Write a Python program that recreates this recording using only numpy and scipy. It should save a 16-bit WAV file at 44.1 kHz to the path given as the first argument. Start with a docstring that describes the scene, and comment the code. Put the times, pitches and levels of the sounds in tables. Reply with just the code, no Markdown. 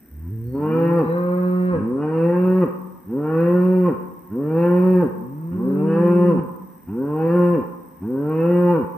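"""Pasture at the edge of a wood, stereo microphone: a cow lows from the first moment, seven calls in all.
A second cow, further left, answers across the first call and again from the fifth second.
A thin treble tone wavers twice early on; the trunks scatter every bellow back as a long echo.
A katydid to the right ticks in three bouts from the start; crickets chirp on the same side, louder right.
Far insects, a low murmur of air and wind on the microphone ports lie beneath; all are shaped noise."""
import sys
import numpy as np
from scipy import signal
from scipy.fft import rfft, irfft, next_fast_len
from scipy.io import wavfile
from scipy.ndimage import uniform_filter1d, map_coordinates

SR = 44100
rng = np.random.default_rng(int(sys.argv[2]) if len(sys.argv) > 2 else 0)


def int16_out(signal):
    """Quantize to a 16-bit WAV file."""
    q = np.round(np.clip(np.atleast_2d(signal).T, -1, 1) * 32767)
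    wavfile.write(sys.argv[1], SR, q.astype(np.int16))


N = 395577


def amp(db):
    """Gain of a level in dB."""
    return 10 ** (np.asarray(db) / 20)


def unit(x):
    """x at rms 1."""
    return x / np.sqrt(np.mean(x ** 2) + 1e-20)


def along(points, hz):
    """Values at hz, read from (frequency, value) points on a log frequency axis."""
    f, v = np.transpose(points)
    return np.interp(np.log(hz + 1), np.log(f + 1), v)


def played(rows):
    """First sample, then one value per sample for each column while the table lasts."""
    seconds, *columns = np.transpose(rows)
    n = np.arange(round(seconds[0] * SR), min(round(seconds[-1] * SR), N))
    return n[0], [np.interp(n / SR, seconds, column) for column in columns]


def wobble(rate, size, count=1):
    """Smooth random curves with rate knots a second."""
    knots = rng.standard_normal((count, int(size * rate / SR) + 4))
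    position = np.arange(size) * rate / SR
    return np.array([map_coordinates(k, [position]) for k in knots])


def filtered(x, response):
    """x times a response of frequency."""
    m = next_fast_len(N + SR)
    hz = np.fft.rfftfreq(m, 1 / SR)
    return irfft(rfft(x, m) * response(hz), m)[..., :N]


def paired(two, alike):
    """Two unrelated signals mixed to a left-right correlation that may vary with frequency."""
    def turn(hz):
        return np.arccos(np.clip(along(alike, hz), -1, 1)) / 2

    mid, side = filtered(two, lambda hz: np.array([np.cos(turn(hz)), np.sin(turn(hz))]))
    return np.array([mid + side, mid - side])


def hiss(spectrum, alike):
    """Stereo noise of rms 1 with a given spectrum and left-right correlation."""
    noise = filtered(rng.standard_normal((2, N)), lambda hz: amp(along(spectrum, hz)))
    return unit(paired(noise, [(100, alike)]))


# Spectrum of the still air over the pasture: (frequency [Hz], relative density [dB per Hz])
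AIR_SPECTRUM = [(40, -28.5), (70, -0.5), (120, -8), (240, 4), (420, -8.5), (650, -20), (1300, -25),
                (1700, -16), (2200, -25), (3200, -35.5), (5000, -91.5)]


def air():
    """The open air is a steady low noise, nearly alike at both ports."""
    return amp(-52.0) * hiss(AIR_SPECTRUM, alike=.85)


# Spectrum of the wind on the microphone ports: (frequency [Hz], relative density [dB per Hz])
WIND_SPECTRUM = [(15, -13), (30, -7.5), (50, 1.5), (70, -16), (150, -88.5)]
GUST_DB, GUST_SWING_DB = -72, 5  # middle level; size of the slow swing


def wind():
    """Wind buffets the ports as a deep rumble that swings slowly and, less, quickly."""
    gusts = amp(GUST_DB + GUST_SWING_DB * wobble(2.5, N) + 3 * wobble(7.2, N))
    return gusts * hiss(WIND_SPECTRUM, alike=.96)


# Spectrum of the far insects: (frequency [Hz], relative density [dB per Hz])
CHORUS_SPECTRUM = [(1880, -30.5), (3200, -11.5), (3440, -10), (3750, -5.5), (4490, -13), (5990, 1.5),
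                   (6840, -42.5), (7120, -11), (7610, -3), (8460, 7), (10300, -10), (11300, -3.5),
                   (12800, -5), (14000, -11.5), (15700, -18)]


def far_insects():
    """Many distant insects blur into a wide noise that swells a little."""
    return amp(-67.5 + 0.74 * wobble(3.6, N)) * hiss(CHORUS_SPECTRUM, alike=0)


# Chirps of the nearest crickets: (time [s], right-hand peak level before pulse variation [dB], tone [Hz])
CRICKET_CHIRPS = [(0.394, -61, 8500), (0.6165, -57, 9170), (0.937, -55, 8980), (1.076, -62, 8620),
                  (1.3266, -56, 8700), (1.4666, -61, 8630), (1.5965, -60, 8550), (1.8791, -61, 8790),
                  (2.1789, -63, 8150), (2.8504, -60, 8670), (3.6127, -64, 8670), (4.6463, -57, 8740),
                  (4.7482, -55, 8680), (4.8617, -58, 8190), (5.0245, -55, 8780), (5.8438, -64.5, 8800),
                  (6.133, -63, 8300), (6.2736, -64, 8700), (6.4483, -57, 8280), (6.7351, -58, 8300),
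                  (7.0369, -60, 8720), (7.125, -57, 8260), (7.3397, -69, 8740), (7.4664, -56, 8370),
                  (7.8462, -57, 8380), (8.27, -60, 8370), (8.5545, -52.5, 8330), (8.822, -56, 8920)]


def crickets():
    """Each chirp is six short pulses on one wing tone, the pulses uneven in level."""
    out = np.zeros(N + SR)
    t = np.arange(round(.06 * SR)) / SR
    pulses = np.sin(np.pi * 100 * t) ** 4  # one every 10 ms
    for s, db, hz in CRICKET_CHIRPS:
        uneven = np.repeat(amp(rng.normal(0, 2, 6)), 441)
        out[round(s * SR):][:len(t)] += amp(db) * pulses * np.sin(2 * np.pi * hz * t) * uneven
    return out[:N] * np.array([[.3], [1]])  # louder on the right


# Katydid bouts, each a list of (time [s], wing strokes [per s], rms level [dB])
KATYDID_BOUTS = [
    [(0, 36.6, -58.5), (.8, 36.6, -57.5), (1.3, 36.2, -58), (1.675, 35.8, -57)],
    [(2.3635, 37.9, -58.5), (2.7, 37.8, -58), (3.4, 37.2, -59.5), (4, 36.6, -57), (5, 36.5, -57.5),
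     (5.83, 31, -60)],
    [(6.4325, 37.9, -58), (6.8, 37.8, -58), (7.2, 35, -58.5), (7.8, 36.7, -59), (8.97, 36.6, -57)],
]
# Lone ticks: (time [s], level before a 2.5 dB lift [dB])
LONE_TICKS = [(1.8771, -48.5), (1.8976, -50.5), (2.2995, -53.5), (2.3123, -52), (6.0783, -49.5),
              (6.1049, -53), (6.563, -44.5)]
# Spectrum of the wing noise: (frequency [Hz], relative density [dB per Hz])
WING_SPECTRUM = [(6470, -41.5), (11000, -14.5), (11900, -3.5), (12900, 5), (13700, 3), (15100, 2),
                 (15700, -26.5)]


def katydid():
    """Each wing stroke is a soft buzz of noise that ends in a sharp tick."""
    envelope = np.zeros(N)
    for rows in KATYDID_BOUTS:
        start, (rate, db) = played(rows)
        size = len(db)
        cycle = (np.cumsum(rate) / SR + .7) % 1
        tick = np.exp(-((cycle - .9) / .04) ** 2)
        tick = tick * amp(1.5 * wobble(30, size)[0])
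        buzz = .17 + .1 * np.sin(np.pi * np.clip(cycle / .9, 0, 1)) ** 2
        envelope[start:start + size] = amp(db) * unit(tick + buzz)
    for s, db in LONE_TICKS:
        envelope += amp(db + 2.5) * np.exp(-((np.arange(N) / SR - s) / .001) ** 2)
    sound = envelope * hiss(WING_SPECTRUM, alike=.85)
    late = np.array([[3.3e-4], [0]])  # s; it reaches the left port later, so it sits to the right
    return filtered(sound, lambda hz: np.exp(-2j * np.pi * hz * late))


# Decay of the trunks' echo: (frequency [Hz], time to fall 60 dB [s])
WOOD_DECAY = [(150, 1.51), (500, 0.64), (900, 1.56), (1500, 0.61), (3000, 0.55), (8000, 0.65)]
# Strength of the echo: (frequency [Hz], level re direct sound [dB])
WOOD_LEVEL = [(100, -14), (300, -12), (600, -7.5), (1000, -1), (3000, -1.5), (6000, -5)]
# Left-right likeness of the echo: (frequency [Hz], correlation [0 to 1])
WOOD_LIKENESS = [(150, .5), (500, .2), (1000, 0), (4000, 0)]


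def wood(x):
    """Trunks at many distances scatter the sound; each frequency dies at its own speed."""
    hz, t, grains = signal.stft(rng.standard_normal((2, 2 * SR)), SR, nperseg=256)
    decay = amp(-60 * t / along(WOOD_DECAY, hz)[:, None])
    fall = decay * (1 - np.exp(-t / .015))  # the echo builds up over some 15 ms
    fall /= np.linalg.norm(fall, axis=1, keepdims=True)
    tail = signal.istft(grains * fall, SR, nperseg=256)[1]
    tail = tail / np.linalg.norm(tail[0])
    scattered = signal.fftconvolve(x[None], tail, axes=1)[:, :N]
    echo = paired(scattered, WOOD_LIKENESS)
    return filtered(echo, lambda hz: amp(along(WOOD_LEVEL, hz)))


# Thin treble tone, each sounding a list of (time [s], middle pitch [Hz], level before flutter and chop [dB])
WHISTLE_TONES = [
    [(.425, 4170, -81.5), (.48, 4350, -71.5), (.57, 4400, -68), (.62, 4350, -78.5)],
    [(1.03, 3900, -63.5), (1.156, 4000, -60.5), (1.168, 3980, -74.5), (1.176, 3930, -63.5),
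     (1.24, 4000, -79.5)],
]


def whistle():
    """A narrow tone unsteady in pitch and level, lightly chopped about 135 times a second."""
    out = np.zeros(N)
    for rows in WHISTLE_TONES:
        start, (hz, db) = played(rows)
        size = len(hz)
        chop_hz = 135 + 15 * wobble(7.2, size)[0]
        chop = 1 + 0.43 * np.cos(2 * np.pi * np.cumsum(chop_hz) / SR)
        tone = np.sin(2 * np.pi * np.cumsum(hz + 60 * wobble(85, size)[0]) / SR)
        flutter = amp(2.5 * wobble(25, size)[0]) * signal.windows.tukey(size, .2)
        out[start:start + size] = amp(db) * flutter * chop * tone
    return out


# Calls of the first cow and of the second, each call a list of
# (time [s], pitch [Hz], reference level [dB], mouth opening [0 shut, 1 open, more gaping])
COW_CALLS = [
    [(.08, 68.1, -59, .1), (.13, 71.03, -41.5, 0), (.288, 86.9, -30.5, 0.38), (.33, 111.5, -30, 0),
     (.4, 112, -30, 0.14), (.52, 127.5, -28.5, 0.21), (.55, 135.3, -26, 0.97), (.63, 150.9, -22.5, 1.13),
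     (.788, 165.7, -21, 1.046), (.97, 171.7, -18, 0.93), (1.01, 160.6, -16.5, 1.14),
     (1.044, 123.7, -25, 1.5), (1.08, 77.8, -41, 1.3)],
    [(1.7, 66.37, -40.5, 1), (1.774, 89.93, -29, 1), (1.822, 104, -26, 1), (1.938, 129.3, -25, .9),
     (2.02, 148.6, -23, 1.18), (2.13, 159.6, -23, 1.045), (2.27, 169.2, -18, 0.93),
     (2.344, 177.6, -22, 1.12), (2.45, 183.2, -19, 1.045), (2.6, 186.3, -18.5, 0.98),
     (2.636, 172.3, -17, 1.28), (2.69, 87.1, -34.5, 2)],
    [(3.04, 77.4, -48.5, .6), (3.102, 109.2, -31.5, 1.1), (3.174, 140, -22, 0.89),
     (3.238, 151.1, -24, 1.044), (3.428, 169, -18.5, 0.95), (3.55, 178.5, -19, 1.02),
     (3.66, 183.1, -18.5, 0.99), (3.75, 184, -18.5, .9), (3.84, 179.7, -19.5, 1), (3.876, 177, -19.5, 1.37),
     (3.9, 152.1, -18.5, 1.44), (3.955, 88.8, -35, 1.7)],
    [(4.27, 79.1, -58.5, 0.9), (4.322, 102.4, -30.5, 1), (4.402, 139, -23, 0.91), (4.488, 155, -22, 0.88),
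     (4.618, 171, -18.5, 0.97), (4.74, 178.6, -18.5, 1.06), (4.858, 184.1, -18, 1),
     (4.92, 184.1, -16.5, 0.91), (4.995, 180, -18, 1.08), (5.018, 175.4, -21.5, 1.39),
     (5.042, 151.3, -17, 1.24), (5.095, 91, -34.5, 1.6)],
    [(5.49, 73, -51.5, 1.1), (5.53, 87.1, -33, 0.97), (5.596, 112.8, -30, 1), (5.67, 132.2, -24, 0.95),
     (5.874, 159.3, -21.5, 0.92), (5.948, 163.8, -22.5, 1.106), (6.02, 173.2, -18, 0.97),
     (6.274, 176.6, -17.5, 1.036), (6.304, 171.5, -16.5, 0.89), (6.334, 158, -20, 0.98),
     (6.41, 91, -31.5, 1.8)],
    [(6.85, 70.2, -45, 0.89), (6.888, 89.8, -33, 1), (6.936, 108.9, -29.5, 0.97), (7.018, 135.3, -24, 0.95),
     (7.09, 147.6, -24, 0.93), (7.3, 169.1, -20.5, 1.04), (7.364, 177.8, -17.5, 1.06),
     (7.53, 173.6, -18.5, 0.97), (7.552, 166.9, -20.5, 1.2), (7.584, 136.6, -20.5, 1.2),
     (7.64, 77.7, -42.5, 2)],
    [(7.985, 71.9, -46, 1.1), (8.036, 97.45, -30, 1), (8.106, 125.6, -26, .9), (8.194, 139.9, -22.5, 0.87),
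     (8.296, 155, -22.5, 0.97), (8.426, 164.9, -20.5, 0.99), (8.5, 175.4, -18, 1.02),
     (8.612, 177.2, -19, 1.15), (8.722, 175, -18, 1.01), (8.775, 157.4, -19.5, 1.06),
     (8.855, 83.4, -33, 1.5)],
]
ANSWER_CALLS = [
    [(.44, 63.14, -40.5, .3), (.59, 86.3, -35.5, .9), (.7, 110.3, -30, .9), (.8, 138.1, -29.5, 0.97),
     (.88, 148.4, -25.5, 0.84), (1.0, 155.9, -32, 1), (1.09, 162.1, -24, 1), (1.16, 174.6, -22.5, 1),
     (1.24, 177.1, -24.5, 1), (1.4, 180.5, -22, 1), (1.58, 181.7, -20.5, 0.89), (1.72, 180.6, -22, 1),
     (1.766, 158, -21, 1), (1.85, 93.1, -39.5, 1)],
    [(4.84, 68, -60, 0.28), (4.94, 84.6, -43.5, 0.43), (5.1, 88.64, -47, 0.71), (5.2, 108.8, -38, 0.98),
     (5.3, 133.3, -32.5, 0.53), (5.4, 157.4, -30.5, 0.47), (5.6, 186.4, -27.5, 0.64),
     (5.7, 190.5, -24, 0.73), (5.95, 194.7, -23.5, 0.35), (6.3, 191.8, -24.5, 0.36), (6.38, 181, -20, 0.55),
     (6.48, 102.3, -40.5, 0.82)],
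]
# Throat resonances that colour the high partials: (frequency [Hz], relative gain [dB])
COW_THROAT = [(300, -16), (600, -5), (720, -0.5), (880, 4.5), (1090, 4), (1230, -5.5), (1400, -2.5),
              (1600, -12), (1850, -6.5), (2080, -26), (2400, -15.5), (2900, -20), (3150, -51.5),
              (4000, -49.5), (4600, -47), (5300, -56.5), (7000, -100)]
ANSWER_THROAT_GAIN = [(350, -43), (600, -10), (709, -14.5), (1100, 1), (1280, -8), (1490, -10),
                      (1690, -15.5), (2040, -21.5), (2390, -28), (2740, -34), (3240, -48.5), (4160, -44),
                      (5500, -57), (7150, -85), (12100, -120)]
# What the open mouth does to the four lowest partials: (frequency [Hz], gain [dB])
COW_MOUTH = [(70, -4.5), (106, -7), (121, -20.5), (136, -14.5), (150, -8), (180, 0.16), (215, 3),
             (265, 3.6), (300, -2.5), (330, -3), (355, -0.23), (400, -1.5), (440, -4), (500, 3), (524, -4),
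             (548, -6.5), (600, -12), (660, -23.5), (730, -23.5)]
ANSWER_MOUTH_GAIN = [(70, -6), (110, -17), (140, -11), (165, -2.5), (190, 0.5), (225, 7.5), (280, 5.5),
                     (320, -8.5), (360, -0.5), (440, -4.5), (490, 4.5), (545, -3.5), (600, -17.5),
                     (730, -19.5)]
# Partials 1 to 4: (level re reference before the mouth's gain [dB], loss with the mouth shut [dB])
COW_LOW = [(1, -1.5), (-1.5, 9.5), (-3, 12.5), (-8.5, 12)]
ANSWER_LOW_PARTIALS = [(1, 0.5), (-4.5, 7), (-3.5, 41.5), (-9.5, 31)]
# Throat bands against pitch, before a common 0.5 dB lift:
# (pitch [Hz], low band re reference [dB], middle band [dB], top band [dB])
COW_BRIGHT = [(80, -12.5, -24.5, -51), (100.1, -17, -33.5, -60.5), (129, -20, -52.5, -61.5),
              (156.7, -16.5, -31.5, -59), (166.5, -15, -26, -52.5), (177.2, -19, -33.5, -59.5),
              (187, -21, -34, -53)]
ANSWER_BRIGHTNESS = [(80, -15.5, -35, -54), (137, -21, -38, -60), (160, -15.5, -24.5, -52.5),
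                     (188, -15, -33.5, -54), (195, -15, -32, -51.5)]
# Edges of the three throat bands: (from [Hz], to [Hz])
THROAT_BANDS = [(0, 1650), (1650, 3250), (3250, 6000)]
# Loss of each throat band with the mouth shut: low, middle, top [dB]
BAND_SHUT_LOSS = [30.5, 30.5, 19.5]
RASP = 0.2  # weight of breath noise in the throat
WAVER_DB, FLICKER_DB = 3.8, 2.5  # slower and quicker unevenness of the high partials
HELD_SHARE = .55  # share of the unevenness on a held pitch
ROUGH_HZ_PER_S = 120  # glide that adds a share of 1, up to 1.2 in all


def bellow(calls, colour, mouth, lows, bright):
    """Vocal folds give nearly steady partials; the throat colours the high ones, air rasps once a cycle."""
    out = np.zeros(N)
    step = 64  # samples between gain values of the high partials
    rasp = unit(filtered(rng.standard_normal(N), lambda hz: amp(along(colour, hz))))
    for rows in calls:
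        start, (pitch, level_db, opening) = played(rows)
        size = len(pitch)
        at_hz, *bright_db = np.transpose(bright)
        bands_db = [level_db + np.interp(pitch, at_hz, db) + lost_db * (opening - 1)
                    for db, lost_db in zip(bright_db, BAND_SHUT_LOSS)]
        jitter = 1 + .0022 * wobble(40, size)[0]
        phase = 2 * np.pi * np.cumsum(pitch * jitter) / SR
        glide = np.abs(np.gradient(pitch) * SR)  # Hz per s
        # the mouth is partly shut while the pitch swoops: 1 dB for every 70 Hz per s
        closing = amp(-uniform_filter1d(glide, size=1024) / 70)

        k = np.arange(5, 40)[:, None]  # numbers of the high partials
        hz = k * pitch[::step]
        throat = amp(along(colour, hz))
        gains = 0
        for (lo, hi), db in zip(THROAT_BANDS, bands_db):
            part = throat * (hz >= lo) * (hz < hi)
            part_rms = np.sqrt(np.sum(part ** 2, axis=0) + 1e-12)
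            gains = gains + amp(db[::step] + 0.5) * part / part_rms
        smooth_glide = uniform_filter1d(glide, size=4096)[::step]
        rough = np.clip(HELD_SHARE + smooth_glide / ROUGH_HZ_PER_S, 0, 1.2)
        # each partial wavers by itself; knot rates count in steps
        gains *= amp(rough * WAVER_DB * wobble(17 * step, hz.shape[1], count=len(k)))
        gains *= amp(rough * FLICKER_DB * wobble(45 * step, hz.shape[1], count=len(k)))
        gains = np.repeat(gains, step, axis=1)[:, :size]
        gains = uniform_filter1d(gains, size=4 * step, axis=1)
        high = np.sum(gains * np.cos(k * phase - 0.079 * k ** 2), axis=0)

        puffs = 1 + np.cos(phase)
        breath_gain = RASP * np.repeat(rough, step)[:size] * amp(bands_db[0])
        breath = breath_gain * puffs * rasp[start:start + size]

        share = np.clip(opening, 0, 1)
        low = 0
        for j, (db, lost_db) in enumerate(lows, 1):
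            partial_db = level_db + db + share * along(mouth, j * pitch) - (1 - share) * lost_db
            low = low + amp(partial_db) * np.cos(j * phase)
        shimmer = 1 + 0.051 * wobble(150, size)[0]  # cycles differ a little in size
        n = np.arange(size)
        edge = np.clip(np.minimum(n / 3, n[::-1]) / (.012 * SR), 0, 1)  # 36 ms in, 12 ms out
        out[start:start + size] += edge * np.sqrt(2) * (shimmer * low + closing * (high + breath))
    return out


def scene():
    """Both cows and their echo over the insects, air and wind; the second cow stands further left."""
    near = bellow(COW_CALLS, COW_THROAT, COW_MOUTH, COW_LOW, COW_BRIGHT) + whistle()
    other = bellow(ANSWER_CALLS, ANSWER_THROAT_GAIN, ANSWER_MOUTH_GAIN,
                   ANSWER_LOW_PARTIALS, ANSWER_BRIGHTNESS)
    late = np.array([[0], [2.3e-4]])  # s; the second cow reaches the right port later
    direct = near + filtered(other, lambda hz: np.exp(-2j * np.pi * hz * late))
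    background = air() + wind() + far_insects()
    return background + crickets() + katydid() + wood(near + other) + direct


# Spectrum of the microphone's treble hiss: (frequency [Hz], relative density [dB per Hz])
CAPSULE_SPECTRUM = [(3000, -120), (3500, -26.5), (5800, -7.5), (6300, -41), (7200, -23), (8000, -7),
                    (10500, -6), (13000, -3.5), (16000, -9)]
# Difference of the two ports: (frequency [Hz], left minus right [dB])
PORT_DIFFERENCE = [(100, -1), (200, -1), (380, 1), (700, -1), (1300, 2), (2400, 0), (4400, 1.5), (8100, -2),
                   (15000, 1.5)]
TOP_HZ = 15886  # band limit


def record(dry):
    """The ports differ a little; a treble hiss rises with loud sound; nothing stays above the band limit."""
    loud = np.sqrt(np.abs(uniform_filter1d(dry.mean(axis=0) ** 2, size=2048)))
    wet = dry + amp(-43.0) * loud * hiss(CAPSULE_SPECTRUM, alike=0)
    sides = np.array([[1], [-1]])

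    def ports(hz):
        lead = np.exp(2j * np.pi * hz * 2.2e-5 * sides)  # left 22 us early, right 22 us late
        return amp(along(PORT_DIFFERENCE, hz) / 2 * sides) * lead * (hz < TOP_HZ)

    return filtered(wet, ports)


dry = scene()
out = record(dry)
int16_out(out)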